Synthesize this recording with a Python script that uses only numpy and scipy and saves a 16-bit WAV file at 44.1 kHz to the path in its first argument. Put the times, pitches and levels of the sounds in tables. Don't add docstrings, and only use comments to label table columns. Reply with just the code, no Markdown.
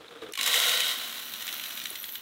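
import sys
import numpy as np
from scipy import signal
from scipy.io import wavfile

SR = 44100
rng = np.random.default_rng(int(sys.argv[2]) if len(sys.argv) > 2 else 0)


def wrap_up_sound(samples):
    columns = np.atleast_2d(samples).T
    tamed = np.clip(columns, -1, 1)
    steps = np.round(tamed * 32767).astype(np.int16)
    wavfile.write(sys.argv[1], SR, steps)


N = 97461
T = np.arange(N) / SR

# (frequency [Hz], level [dB])
SPLASH_COLOUR = [(25, -51), (80, -10.5), (200, -10.5), (470, -2), (900, -10.5), (1500, -3), (1900, -11.5),
                 (3800, -5), (4800, -27), (10000, -27), (15500, -34)]
# (time [s], level [dB])
SPLASHES = [(0.108, -53.5), (0.221, -47), (0.233, -48.5), (0.264, -45.5)]
# (time [s], level [dB], bubble pitch [Hz], tank boom relative to the bubble [dB])
GULPS = [(0.002, -56.5, 310, -6.5), (0.108, -54, 476, -1), (0.157, -54, 462, 0), (0.219, -46, 321, 3.5),
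         (0.232, -45, 437, -1), (0.257, -47, 498, -5), (0.286, -45, 431, -3), (0.305, -56, 390, 3)]
# (pitch [Hz], level [dB], time to fade by 60 dB [s])
TANK_NOTES = [(317, 2, 0.14), (486, 6, 0.052), (665, 4, 0.031), (1202, 2, 0.05), (1580, -13, 0.033)]
# (time [s], level [dB], pitch [Hz])
DRIPS = [(0.077, -47.5, 3840), (0.216, -47, 3950)]
# (frequency [Hz], level [dB])
HUSH_COLOUR = [(20, -28), (40, -26), (65, -5.5), (110, -4), (240, -11.5), (400, -4.5), (1000, -4),
               (4000, -9), (16000, -27.5)]
# (time [s], level [dB])
TICKING_LEVEL = [(0.4, -61), (0.85, -66), (1.2, -47.5), (1.55, -43.5), (1.93, -45.5), (2.03, -40.5),
                 (2.16, -41), (2.19, -51)]
# (time [s], level [dB], pitch [Hz])
SHARP_TICKS = [(0.323, -25.5, 5800), (0.882, -24, 12100), (1.5423, -26, 12100), (1.904, -26, 10600),
               (2.0013, -29.5, 13300), (2.031, -29, 11400), (2.123, -29.5, 12300), (2.1375, -33, 13300)]
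# (frequency [Hz], time to fade by 60 dB [s])
ECHO_FADE = [(200, 0.23), (3000, 0.43), (15000, 0.15)]
# (time [s], level [dB], extra treble [dB])
KNOCKS = [(0.335, -34.5, -1), (0.3536, -34, -4), (0.3743, -33.5, 2), (0.389, -29, -9), (0.395, -35, -14),
          (0.4105, -24.5, -3), (0.4299, -27.5, 4), (0.439, -30, -2), (0.461, -25, 0), (0.476, -24.5, 1),
          (0.541, -22.5, -5), (0.5992, -24, -2), (0.692, -27, 1), (0.7733, -25.5, -5),
          (0.8033, -23.5, -3.5), (1.3365, -33.5, -3.5), (1.4234, -36.5, -0.5), (1.467, -35, 1),
          (1.478, -33.5, -7), (1.489, -31.5, -8), (1.5261, -33.5, -3), (1.5968, -35.5, -13),
          (1.6372, -33, -6), (1.656, -36, -13), (1.7062, -38.5, -11), (1.7746, -34, -4),
          (1.7989, -36.5, -10), (1.815, -37, -8), (1.8383, -37, 7), (1.8552, -30, -7.5), (1.868, -38, -3),
          (1.9551, -34, -5.5), (2.0403, -33.5, -7), (2.0896, -40.5, -3), (2.153, -34, -7)]
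# (frequency [Hz], level [dB])
KNOCK_COLOUR = [(50, -50), (200, -34), (800, -25), (1250, -14), (2200, 0), (2800, -2), (3400, 3), (3950, 3),
                (4650, -4.5), (7000, -3.5), (10000, -6.5), (15500, -10.5)]
# (pitch [Hz], level [dB], time to fade by 60 dB [s])
HOPPER_NOTES = [(1077, -7, 0.15), (1391, 1, 0.099), (1509, 5.5, .09), (1900, -3, 0.12), (2163, -4, .11),
                (2920, 0.5, 0.19), (3055, 0, .08), (3776, -5, 0.12), (3990, 0.5, 0.052)]
# (time [s], level [dB])
RATTLE_LEVEL = [(0.375, -39), (0.43, -34), (0.475, -26.5), (0.508, -29), (0.53, -24), (0.6, -25.5),
                (0.7, -25), (0.81, -30), (0.91, -30), (0.97, -38.5), (1.15, -43.5), (1.3, -52), (2.2, -64)]
# (frequency [Hz], level [dB])
RATTLE_COLOUR = [(100, -37.5), (260, -21.5), (385, -33.5), (490, -9.5), (720, -5.5), (880, -14), (1060, -4),
                 (1230, -9), (1480, -1.5), (1700, -10), (1950, 1.5), (2500, -6), (3280, 2), (3560, -2.5),
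                 (3820, 5.5), (4100, -3), (4600, -8), (7000, -9.5), (10000, -12), (15500, -11.5)]
# (time [s], level [dB])
FLOOR_HITS = [(0.376, -34.5), (0.395, -32.5), (0.431, -40.5), (0.474, -36)]
# (pitch [Hz], level [dB], time to fade by 60 dB [s])
FLOOR_NOTES = [(1085, -1, 0.061), (2224, -2.5, 0.1), (2825, 3, 0.044)]
# (time [s], level [dB])
HOLLOW_LEVEL = [(0.4, -59), (0.62, -42.5), (0.78, -46.5), (1.2, -76)]
# (time [s], level [dB])
DRUM_LEVEL = [(0.38, -57), (0.6, -60.5), (1.0, -60), (1.4, -60.5), (1.65, -63), (1.85, -59.5), (2.2, -67.5)]
# (frequency [Hz], level [dB])
DRUM_COLOUR = [(100, -24), (170, -8), (235, 1), (290, -3.5), (380, -6), (900, -52)]
# (time [s], level [dB])
BUMPS = [(1.522, -58), (1.909, -51.5), (1.928, -57)]
# (frequency [Hz], level [dB])
BUMP_COLOUR = [(100, -41), (250, -15), (340, 2.5), (480, -6), (800, -14), (2000, -27)]
# (time [s], level [dB])
PATTER_LEVEL = [(0.8, -49), (1.0, -37), (1.25, -40.5), (1.45, -39.5), (1.65, -38.5), (1.72, -39),
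                (1.81, -41.5), (1.92, -42.5), (2.02, -46.5), (2.16, -46.5), (2.2, -50)]
# (frequency [Hz], level [dB])
PATTER_COLOUR = [(40, -51), (130, -40), (330, -19), (480, -17), (650, -8), (850, -14), (1070, -9),
                 (1220, -7), (1500, -5), (2700, -5), (3400, -0.5), (4100, -0.5), (4650, -12), (6000, -9.5),
                 (9000, -13.5), (15500, -7.5)]
# (time [s], level [dB])
JAR_LEVEL = [(1.1, -67), (1.27, -55), (1.4, -56), (1.84, -55), (1.93, -66), (2.0, -52), (2.05, -64)]


def amp(db):
    return 10 ** (np.asarray(db) / 20)


def unit(x):
    return x / np.sqrt(np.mean(x ** 2) + 1e-20)


def look_up(points, hz):
    row_hz, value = np.transpose(points)
    return np.interp(np.log(hz + 1), np.log(row_hz), value)


def level(points):
    s, db = np.transpose(points)
    return amp(np.interp(T, s, db)) * (T >= s[0])


def add(mix, s, sound):
    part = mix[max(round(s * SR), 0):][:len(sound)]
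    part += sound[:len(part)]


def coloured(x, colour, size=2048):
    hz = abs(np.fft.fftfreq(size, 1 / SR))
    log_gain = np.log(amp(look_up(colour, hz)))
    response = np.exp(np.conj(signal.hilbert(log_gain)))
    taps = np.fft.ifft(response).real
    return signal.fftconvolve(x, taps[:size // 2])[:len(x)]


def ring(notes, size=8192):
    t = T[:size]
    return sum(amp(db - 60 * t / fade_s) * np.cos(2 * np.pi * hz * t) for hz, db, fade_s in notes)


def resonate(x, hz, width_hz):
    b, a = signal.iirpeak(hz, hz / width_hz, SR)
    return unit(signal.lfilter(b, a, signal.lfilter(b, a, x)))


def waver(max_hz, count=16):
    waves = (np.sin(2 * np.pi * (max_hz * speed * T + phase)) for speed, phase in rng.random((count, 2)))
    return unit(sum(waves))


def swell(t, rise_s):
    return t / rise_s * np.exp(1 - t / rise_s)


def clack(rise_s, decay_s, size=1500):
    t = T[:size]
    burst = rng.standard_normal(size) * (1 - np.exp(-t / rise_s)) * np.exp(-t / decay_s)
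    return burst / np.linalg.norm(burst)


def shower(grains, per_s, spread_db):
    chance, softness = rng.random(N), rng.random(N)
    hits = (chance < per_s / SR) * amp(-spread_db * np.sqrt(softness))
    which = rng.integers(0, len(grains), N)
    return unit(sum(signal.oaconvolve(hits * (which == k), g)[:N] for k, g in enumerate(grains)))


def water(stream_db=-51, air_hz=472, air_db=-56.5, end_s=0.319, stop_s=0.012):
    drops = [clack(rise_s=0.00011, decay_s=0.0034) for _ in range(12)]
    stream = shower(drops, per_s=450, spread_db=12)
    out = amp(stream_db) * unit(coloured(stream, SPLASH_COLOUR))
    for s, db in SPLASHES:
        splash = coloured(clack(rise_s=0.00023, decay_s=0.014), SPLASH_COLOUR)
        add(out, s, amp(db) * splash / np.std(splash[:512]))
    pitch_hz = air_hz * (1 + 0.032 * waver(max_hz=36.4))
    flutter = amp(3.4 * waver(max_hz=25.7))
    out += amp(air_db) * unit(np.sin(2 * np.pi * np.cumsum(pitch_hz) / SR) * flutter)
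    for s, db, hz, boom_db in GULPS:
        boom = signal.fftconvolve(clack(rise_s=0.0008, decay_s=0.011, size=3000), ring(TANK_NOTES))
        add(out, s, amp(db + boom_db) * boom / np.std(boom[:1024]))
        add(out, s, amp(db) * bubble(hz))
    fade_out = np.clip(1 - (T - end_s) / stop_s, 0, 1)
    return out * fade_out


def bubble(hz, rise_s=0.006, decay_s=0.015):
    t = T[:4000]
    note = np.sin(2 * np.pi * hz * t) * (1 - np.exp(-t / rise_s)) * np.exp(-t / decay_s)
    return note / np.std(note[:1024])


def hush(db=-57):
    return amp(db) * unit(coloured(rng.standard_normal(N), HUSH_COLOUR, size=8192))


def drips(spatter_db=-17):
    out, t = np.zeros(N), T[:1500]
    for s, db, hz in DRIPS:
        plink = resonate(rng.standard_normal(len(t)), hz, width_hz=550) * swell(t, rise_s=0.004)
        spatter = unit(rng.laplace(size=len(t))) * swell(t, rise_s=0.007)
        add(out, s, amp(db) * (plink + amp(spatter_db) * spatter))
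    return out


def tick(hz, rise_s, size=500):
    t = T[:size]
    rough_note = np.sin(2 * np.pi * hz * t) + 0.45 * rng.standard_normal(size)
    return np.diff(swell(t, rise_s) * rough_note, 2) / 2


def ticks(low_hz=11800, high_hz=16000, rise_s=0.00024):
    grains = [tick(hz, rise_s * rng.uniform(0.57, 1.3)) for hz in np.linspace(low_hz, high_hz, 30)]
    out = level(TICKING_LEVEL) * shower(grains, per_s=1100, spread_db=22)
    for s, db, hz in SHARP_TICKS:
        add(out, s, amp(db) * tick(hz, 2 * rise_s))
    return out


def room_echo(x, db=-12, delay_s=0.0047, size=20000):
    noise = rng.standard_normal(size) * np.clip(T[:size] / delay_s - 1, 0, 1)
    hz, t, bands = signal.stft(noise, SR, nperseg=256)
    fade = amp(-60 * t / look_up(ECHO_FADE, hz)[:, None])
    _, tail = signal.istft(bands * fade, SR, nperseg=256)
    return amp(db) * signal.fftconvolve(x, tail / np.linalg.norm(tail))[:N]


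def knocks(treble_hz=4500):
    out = np.zeros(N)
    for s, db, treble_db in KNOCKS:
        colour = [(hz, base_db + treble_db * (hz > treble_hz)) for hz, base_db in KNOCK_COLOUR]
        knock = coloured(clack(rise_s=0.0011, decay_s=0.0028), colour)
        add(out, s, amp(db) * knock / np.std(knock[:256]))
    return out


def hopper_ring(beans, gain_db=-51):
    return amp(gain_db) * signal.fftconvolve(beans, ring(HOPPER_NOTES))[:N]


def bean(hz, ring_s=0.0009, ring_gain=0.6, size=1500):
    t = T[:size]
    note = np.sin(2 * np.pi * hz * t) * np.exp(-t / ring_s)
    return clack(rise_s=0.0003, decay_s=0.0015, size=size) + ring_gain * note / np.linalg.norm(note)


def rattle(low_hz=2500, high_hz=14500):
    grains = [bean(hz) for hz in np.linspace(low_hz, high_hz, 48)]
    hits = shower(grains, per_s=3200, spread_db=5)
    out = level(RATTLE_LEVEL) * unit(coloured(hits, RATTLE_COLOUR))
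    for s, db in FLOOR_HITS:
        add(out, s, amp(db) * ring(FLOOR_NOTES))
    hum = level(HOLLOW_LEVEL) * resonate(hits, hz=506, width_hz=69)
    return out + hum


def casing():
    clicks = shower([np.ones(1), -np.ones(1)], per_s=340, spread_db=0)
    out = level(DRUM_LEVEL) * unit(coloured(clicks, DRUM_COLOUR, size=8192))
    for s, db in BUMPS:
        bump = coloured(clack(rise_s=0.00045, decay_s=0.0049, size=3000), BUMP_COLOUR)
        add(out, s, amp(db) * bump / np.std(bump[:1024]))
    return out


def patter():
    grains = [clack(rise_s=0.0001, decay_s=0.0015) for _ in range(24)]
    hits = shower(grains, per_s=1300, spread_db=11.5)
    return level(PATTER_LEVEL) * unit(coloured(hits, PATTER_COLOUR))


def jar():
    return level(JAR_LEVEL) * resonate(rng.standard_normal(N), hz=5860, width_hz=190)


def scene():
    beans = rattle() + patter() + knocks()
    pour = beans + hopper_ring(beans) + ticks() + jar() + casing()
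    return (hush() + pour + room_echo(pour) + water() + drips())[None]


def record(dry, cutoff_hz=15800):
    low_pass = signal.firwin(511, cutoff_hz, window=("kaiser", 9), fs=SR)
    return signal.oaconvolve(dry, low_pass[None], "same")


dry = scene()
out = record(dry)
wrap_up_sound(out)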